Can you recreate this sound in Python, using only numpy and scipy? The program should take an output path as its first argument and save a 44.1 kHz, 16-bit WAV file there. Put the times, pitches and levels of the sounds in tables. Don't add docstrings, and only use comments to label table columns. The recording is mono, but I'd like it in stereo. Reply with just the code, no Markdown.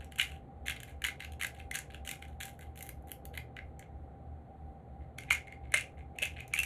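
import sys
import numpy as np
from scipy import signal
from scipy.fft import rfft, irfft, next_fast_len
from scipy.io import wavfile
from scipy.ndimage import uniform_filter1d

SR = 44100
rng = np.random.default_rng(int(sys.argv[2]) if len(sys.argv) > 2 else 0)


def store_wav(level_fs):
    pcm = np.round(np.clip(np.atleast_2d(level_fs), -1, 1) * 32767)
    wavfile.write(sys.argv[1], SR, pcm.T.astype(np.int16))


N = 293265

# time in seconds, ring peak in dB, ring pitch in Hz,
# treble spit in dB over that peak.
SNAPS = [(0.046, -62.5, 2870, 19.5), (0.1221, -42, 2670, 0.5), (0.1593, -42.5, 2810, 3),
         (0.1872, -40, 2620, 9), (0.1977, -14.5, 2580, -9.5), (0.2143, -20, 2700, -7),
         (0.2302, -31, 2840, 0.5), (0.662, -45.5, 2250, 7.5), (0.671, -40, 2220, 7),
         (0.683, -22.5, 2290, -4.5), (0.698, -26.5, 2260, -1.5), (0.7038, -28.5, 3420, -13),
         (0.709, -31.5, 2570, 1), (0.7217, -35, 2160, -6), (0.7644, -39, 2360, -4),
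         (0.8034, -40.5, 2880, 3.5), (0.833, -38, 2460, 2), (1.0203, -32.5, 1880, -5),
         (1.0417, -20.5, 2530, -5), (1.0485, -21, 1850, -3.5), (1.0662, -30.5, 2370, 3),
         (1.0712, -34, 2330, 1), (1.0856, -27.5, 2120, -9), (1.205, -34, 2670, -8), (1.2481, -33, 2290, -6),
         (1.322, -46, 3400, 3.5), (1.3352, -48, 2740, 0), (1.3977, -42, 2110, -4),
         (1.4135, -26.5, 2600, -3.5), (1.4248, -27.5, 2070, -1.5), (1.4343, -29.5, 2050, 5),
         (1.4473, -23, 1930, -4), (1.4682, -39.5, 2310, 9.5), (1.6012, -38.5, 2280, -13),
         (1.713, -28, 2160, -2.5), (1.7438, -36, 2680, 5), (1.752, -27.5, 2570, 2.5),
         (1.7569, -29, 2240, 10), (1.7707, -40, 2550, -11), (1.7891, -34.5, 2080, 9),
         (1.9461, -35.5, 2150, -7), (2.0507, -42.5, 2510, 0), (2.064, -47, 2800, 8),
         (2.076, -30.5, 2630, 1), (2.092, -29.5, 2870, 4), (2.1134, -30, 3050, 3), (2.225, -35, 2200, -8),
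         (2.2527, -48, 2330, -4), (2.411, -31, 2500, -3.5), (2.433, -37.5, 2450, 9),
         (2.4546, -40, 2050, 7.5), (2.5925, -46, 1680, -1.5), (2.6112, -53, 2420, 7),
         (2.759, -50.5, 2200, 3), (2.776, -45.5, 2250, 2), (2.791, -51, 2640, 8),
         (2.8083, -39.5, 2320, 0.5), (2.8267, -49, 2680, 15.5), (2.866, -48, 2470, 7),
         (2.8916, -40.5, 2100, 5.5), (3.024, -73, 1430, 8), (3.0735, -59, 2270, 3),
         (3.1176, -37.5, 2850, 3.5), (3.2546, -45, 3350, 6.5), (3.352, -43, 2460, -7),
         (3.376, -30, 2140, -7), (3.567, -34.5, 2120, -22.5), (3.5894, -33, 2130, -29),
         (3.7947, -48, 2025, 10.5), (3.826, -44.5, 2083, -31.5), (5.1855, -32, 2205, 0),
         (5.208, -51, 2390, 6), (5.2358, -41, 2600, -5), (5.3046, -23, 2600, -7),
         (5.308, -11.5, 2350, -10.5), (5.3228, -27.5, 2380, 6.5), (5.315, -21, 2180, -6.5),
         (5.3298, -30.5, 2180, 8), (5.35, -41.5, 2320, 11.5), (5.472, -43, 2160, -13.5),
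         (5.481, -40.5, 2280, -14), (5.5245, -38.5, 2050, -11), (5.721, -37.5, 2160, 1),
         (5.741, -13.5, 2250, -3), (5.7447, -16.5, 2120, -1), (5.765, -26, 2700, -13),
         (5.7735, -29, 2430, 4), (5.781, -29, 2670, 1), (5.7955, -41, 2570, 3.5), (5.8104, -36, 2770, 6),
         (6.162, -55.5, 2310, -5), (6.187, -27.5, 2570, -5), (6.2231, -25.5, 2480, -1.5),
         (6.2275, -18, 2620, -7), (6.2342, -19, 2660, -9.5), (6.255, -34, 2680, 8),
         (6.3672, -43, 2630, -27), (6.4055, -32.5, 2520, -8), (6.48, -54.5, 2650, 13.5),
         (6.5379, -17, 2306, -4.5), (6.5475, -37, 2210, 5), (6.5568, -38, 2530, 2),
         (6.5635, -29, 2460, -14), (6.5767, -29, 2720, -4), (6.59, -18, 2666, -2.5),
         (6.6014, -24.5, 2740, -2), (6.6117, -33, 2510, -9), (6.634, -28, 2303, 5)]
# time in seconds, width as a share of the pitch.
SPREAD = [(0, 0.28), (3.3, 0.5), (3.5, 0.14), (5.3, 0.16), (6.65, 0.023)]


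def amp(db):
    return 10 ** (np.asarray(db) / 20)


def evened(x):
    return x / np.sqrt(np.mean(x ** 2) + 1e-20)


def top(rows):
    power = uniform_filter1d(rows ** 2, size=44)
    return np.sqrt(2 * power.max(axis=1, keepdims=True))


def read(points, hz):
    f, value = np.transpose(points)
    return np.interp(np.log(hz + 1), np.log(f + 1), value)


def over_time(points, t):
    return np.interp(t, *np.transpose(points))


def coloured(x, points):
    size = next_fast_len(x.shape[-1])
    gain = amp(read(points, np.fft.rfftfreq(size, 1 / SR)))
    return irfft(rfft(x, size) * gain, size)[..., :x.shape[-1]]


def resonate(x, hz, width):
    r = np.exp(-np.pi * width / SR)
    return 2 * signal.lfilter([1 - r], [1, -r * np.exp(2j * np.pi * hz / SR)], x).real


def resonate_each(rows, hz, width):
    return np.array([resonate(x, f[0], w[0]) for x, f, w in zip(rows, hz, width)])


def glide(x, hz, width):
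    turn = np.exp(2j * np.pi * np.cumsum(hz) / SR)
    r = np.exp(-np.pi * width / SR)
    smooth = signal.lfilter([1 - r], [1, -r], x / turn)
    return 2 * (turn * smooth).real


def room_tone(colour, level_db, patchy_db):
    # frequency in Hz, likeness from 0 to 1.
    alike = [(60, 1), (200, 0.98), (700, 0.81), (1200, 0.1), (2200, 0.29), (4000, 0.65), (5500, 1),
             (8000, 0.35), (10500, 0.29), (13500, .2)]
    frames, hz = N // 512 + 5, np.fft.rfftfreq(2048, 1 / SR)
    a, b, c, d, patches = rng.standard_normal((frames, 1025, 5)).T
    patches = uniform_filter1d(uniform_filter1d(patches, 10, 0), 8, 1)
    same = np.clip(read(alike, hz), 0, 1)[:, None]
    left = a + 1j * b
    right = same * left + np.sqrt(1 - same ** 2) * (c + 1j * d)
    gain = amp(read(colour, hz)[:, None] + patchy_db * evened(patches))
    noise = signal.istft(np.array([left, right]) * gain, nperseg=2048, noverlap=1536)[1]
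    return amp(level_db) * evened(noise[:, :N])


def machine():
    # pitch in Hz, width of each of two passes in Hz, level in dB.
    tones = [(120.6, 3.2, -60), (154.4, 12, -65.5), (237.1, 7.3, -71.5), (785.7, 29, -62)]
    # frequency in Hz, relative level in dB.
    rumble_colour = [(20, -11.5), (44, -8.5), (58, 6), (77, 15.5), (92, -23.5), (130, -58.5)]
    # mean level in dB, swing in dB either way, throbs a second,
    # first peak in seconds.
    cycle = (-52, 5, 3, -0.67)
    noise = rng.standard_normal((len(tones) + 1, N))
    hum = 0
    for (hz, width, db), n in zip(tones, noise):
        hum = hum + amp(db) * evened(resonate(resonate(n, hz, width), hz, width))
    rumble = evened(coloured(noise[-1], rumble_colour))
    rumble = rumble / np.sqrt(uniform_filter1d(rumble ** 2, size=4410) + 0.34)
    mean_db, swing_db, per_s, first_s = cycle
    throb = np.cos(2 * np.pi * per_s * (np.arange(N) / SR - first_s))
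    return hum + amp(mean_db + swing_db * throb) * evened(rumble)


def kitchen(x, shared=0.68, build_s=0.0045):
    # frequency in Hz, time to fall by 60 dB in seconds.
    decay = [(500, 0.14), (2000, 0.19), (5000, 0.19), (10000, 0.16), (14000, 0.11)]
    taps = np.zeros((2, SR // 2))
    at = np.arange(60, SR // 2 - 20, 20) + rng.integers(0, 20, (2, (SR // 2 - 61) // 20))
    np.put_along_axis(taps, at, rng.choice([-1., 1.], at.shape), 1)
    shared = np.clip(shared, 0, 1)
    taps[1] = shared * taps[0] + np.sqrt(1 - shared ** 2) * taps[1]
    hz, t, z = signal.stft(taps, SR, nperseg=128)
    fall = amp(-60 * t / read(decay, hz)[:, None])
    tail = signal.istft(z * fall, SR, nperseg=128)[1]
    tail = tail * (1 - np.exp(-np.arange(tail.shape[1]) / SR / build_s)) ** 2
    return signal.fftconvolve(x[None], tail / np.linalg.norm(tail[0]), axes=1)[:, :N]


def knocks(rise_turns=0.68, ring_turns=1.6):
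    # start in seconds, level in dB, pitch in Hz.
    thuds = [(.197, -38, 1560), (3.374, -44, 777), (5.307, -44.5, 614), (5.308, -18.5, 1454),
             (5.741, -32, 598), (5.74, -29.5, 1310), (6.223, -35, 585), (6.538, -37.5, 1310),
             (6.589, -37, 1250)]
    out = np.zeros(N + 2048)
    for s, db, hz in thuds:
        turns = hz * np.arange(2048) / SR
        swell = (1 - np.exp(-turns / rise_turns)) * np.exp(-turns / ring_turns)
        out[round(s * SR):][:2048] += amp(db) * swell / swell.max() * np.sin(2 * np.pi * turns)
    return out[:N]


def shell(x):
    # pitch in Hz, width in Hz, level in dB.
    modes = [(1440, 890, -6.5), (1648, 192, 3.5), (2064, 140, 3.5), (2485, 880, -2.5), (2930, 450, 1.5),
             (4670, 1900, -6.5)]
    return sum((-1) ** k * amp(db) * resonate(x, hz, width) for k, (hz, width, db) in enumerate(modes))


def bite(t, hold_s, level_db, swell_s=0.0042, let_go_db_per_s=302.5):
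    fall_db = let_go_db_per_s * np.maximum(t - hold_s, 0)
    return np.clip(t / swell_s, 0, 1) * amp(level_db - fall_db)


def strain(t, level_db, below_db=-26.5, rise_db_per_s=900):
    return (t < 0) * amp(level_db + below_db + rise_db_per_s * np.minimum(t, 0))


def crackle(per_s=700, spread_db=3.0, spit_db=-3, tube_width_hz=350, hard_db=-21):
    # start in seconds, length in seconds, crackle level in dB,
    # ring pitch in Hz, treble spit in dB (spit_db is added to it).
    crunches = [(0.0, 0.032, -56, 2500, -6), (0.11, .05, -65.5, 2800, -6), (0.182, 0.038, -37.5, 2700, -1),
                (.29, 0.042, -57.5, 2700, -2.5), (0.655, 0.077, -45.5, 2400, -9),
                (.76, 0.07, -62, 2500, -21), (0.872, 0.032, -55.5, 2350, -3),
                (1.045, 0.018, -36, 2200, -4.5), (1.193, 0.044, -49, 2350, -5.5),
                (1.396, 0.042, -43, 2200, -2), (1.541, 0.051, -56, 2350, -2.5),
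                (1.734, 0.04, -45, 2400, -1), (1.9, 0.038, -54.5, 2400, -6.5),
                (2.048, 0.087, -52, 2750, 3.5), (2.214, 0.07, -61, 2300, -0.5),
                (2.4, 0.065, -49.5, 2500, 3.5), (2.602, 0.025, -58.5, 2000, -2),
                (2.752, 0.13, -59, 2350, 3.5), (3.074, 0.036, -62.5, 2250, 1.5),
                (3.333, 0.042, -58, 2200, -4), (3.562, 0.013, -53, 2080, -18),
                (3.798, 0.029, -64, 2080, -11.5), (5.005, 0.021, -67, 1960, -27),
                (5.175, 0.058, -58.5, 2400, -4), (5.305, 0.03, -34, 2300, -9.5),
                (5.47, 0.078, -62, 2150, -11.5), (5.632, 0.022, -64.5, 2200, -25),
                (5.745, 0.048, -38, 2450, -6), (5.972, 0.017, -59, 2280, -12), (6.151, .05, -63, 2300, -17),
                (6.216, 0.032, -36.5, 2620, -9), (6.361, 0.051, -50, 2480, -20),
                (6.545, 0.17, -43.5, 2550, -6)]
    t = np.arange(N) / SR
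    sizes = amp(spread_db * np.minimum(rng.exponential(1, N), 4))
    breaks = sizes * (rng.random(N) < per_s / SR)
    breaks = np.convolve(breaks, np.exp(-np.arange(64) / 10.))[:N] * rng.standard_normal(N)
    start, length, db, pitch_hz, treble_db = np.transpose(crunches)
    latest = np.maximum(np.searchsorted(start, t) - 1, 0)
    chips = evened(shell(breaks))
    tube = evened(glide(chips, pitch_hz[latest], tube_width_hz))
    spit = amp(spit_db + treble_db[latest]) * evened(coloured(breaks, spit_colour()))
    broad = np.clip(2 * over_time(SPREAD, t), 0, 1)
    grains = broad * chips + (1 - broad) * tube + spit
    bites = sum(bite(t - s, hold_s, level_db) for s, hold_s, level_db in zip(start, length, db))
    creak = tube * sum(strain(t - s, level_db) for s, level_db, *_ in SNAPS if level_db > hard_db)
    return creak + grains * bites


def spit_colour():
    return [(2500, -14.5), (3500, -10.5), (4600, 0.5), (6200, 7.5), (7000, 5.5), (8300, 0), (11500, -0.5),
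            (13500, -3), (15300, 4), (16400, -16)]


def snaps(rise_s=0.0013, break_s=0.001, spit_s=0.0027, needle_db=8, early_s=0.0018):
    s, db, pitch_hz, treble_db = np.transpose(SNAPS)[:, :, None]
    t = np.arange(512) / SR
    rough, fizz = rng.standard_normal((len(SNAPS), 512, 2)).transpose(2, 0, 1)
    width = pitch_hz * over_time(SPREAD, s)
    force = rough * (1 - np.exp(-t / rise_s)) ** 2 * np.exp(-t / break_s)
    ring = shell(resonate_each(force, pitch_hz, width))
    after = np.maximum(t - early_s + 0.00055, 0)
    needle = amp(needle_db) * np.exp(-after / .00015)
    spit = coloured(fizz * (after > 0) * (needle + np.exp(-after / spit_s)), spit_colour())
    sound = amp(db) * ring / top(ring) + amp(db + treble_db) * spit / top(spit)
    first = np.round((s - early_s) * SR).astype(int)
    out = np.zeros(N + 512)
    np.add.at(out, first + np.arange(512), sound)
    return out[:N]


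def turned(x):
    # time in seconds, gain in dB.
    sheen = [(0, -1.5), (1.3, -1), (1.75, -2.5), (2.3, -0.5), (3.098, 10.5), (3.801, -3), (5.2, -3.5),
             (5.75, -9), (6.3, -1.5), (6.65, 0.5)]
    # frequency in Hz, level in dB.
    sheen_band = [(8000, -40), (11000, 0), (16000, 0)]
    gain = amp(over_time(sheen, np.arange(N) / SR))
    return x + (gain - 1) * coloured(x, sheen_band)


def scene():
    # frequency in Hz, relative level in dB per Hz.
    air_colour = [(53, -46), (90, -9.5), (161, -9), (189, -21), (226, -13), (368, -19.5), (526, -16.5),
                  (618, -20.5), (796, -13), (850, -28), (1100, -50), (1870, -120)]
    # frequency in Hz, relative level in dB per Hz.
    hiss_colour = [(520, -25.5), (880, -8.5), (1510, -12), (1610, -15.5), (2050, -16), (2700, -26),
                   (13000, -44), (14500, -67)]
    # frequency in Hz, gain in dB.
    echo_colour = [(900, 3), (1700, -3.5), (2150, 1), (2700, -2), (4500, -4), (9000, -4), (13500, -0.5),
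                   (14800, -13), (16000, -26.5)]
    air = room_tone(air_colour, level_db=-54.5, patchy_db=1.4)
    hiss = room_tone(hiss_colour, level_db=-69.5, patchy_db=0.0)
    crab = turned(snaps() + crackle()) + knocks()
    echoes = amp(-7) * kitchen(coloured(crab, echo_colour))
    return air + hiss + machine() + echoes + crab


def record(dry, port_gap_m=0.033, sound_m_per_s=343, edge_hz=16600):
    # frequency in Hz, left over right in dB.
    tilt = [(60, 0.0), (110, -0.5), (200, -1.5), (380, -2.0), (700, -1.0), (1290, -3.5), (2380, -1.0),
            (4400, 0.0), (8120, 0.0), (15000, -0.5)]
    # frequency in Hz, phase in radians.
    shadow = [(1400, 0), (2800, .35), (3400, 1.25), (4100, 1.2), (4800, -.3), (6000, 0)]
    size = next_fast_len(N + 512)
    hz = np.fft.rfftfreq(size, 1 / SR)
    lag = 2 * np.pi * hz * port_gap_m / sound_m_per_s - read(shadow, hz)
    half = amp(read(tilt, hz) / 2) * np.exp(.5j * lag)
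    ports = irfft(rfft(dry, size) * [half, 1 / half], size)[:, :N]
    low_pass = signal.firwin(511, edge_hz, window=("kaiser", 9), fs=SR)
    return signal.oaconvolve(ports, low_pass[None], "same")


dry = scene()
out = record(dry)
store_wav(out)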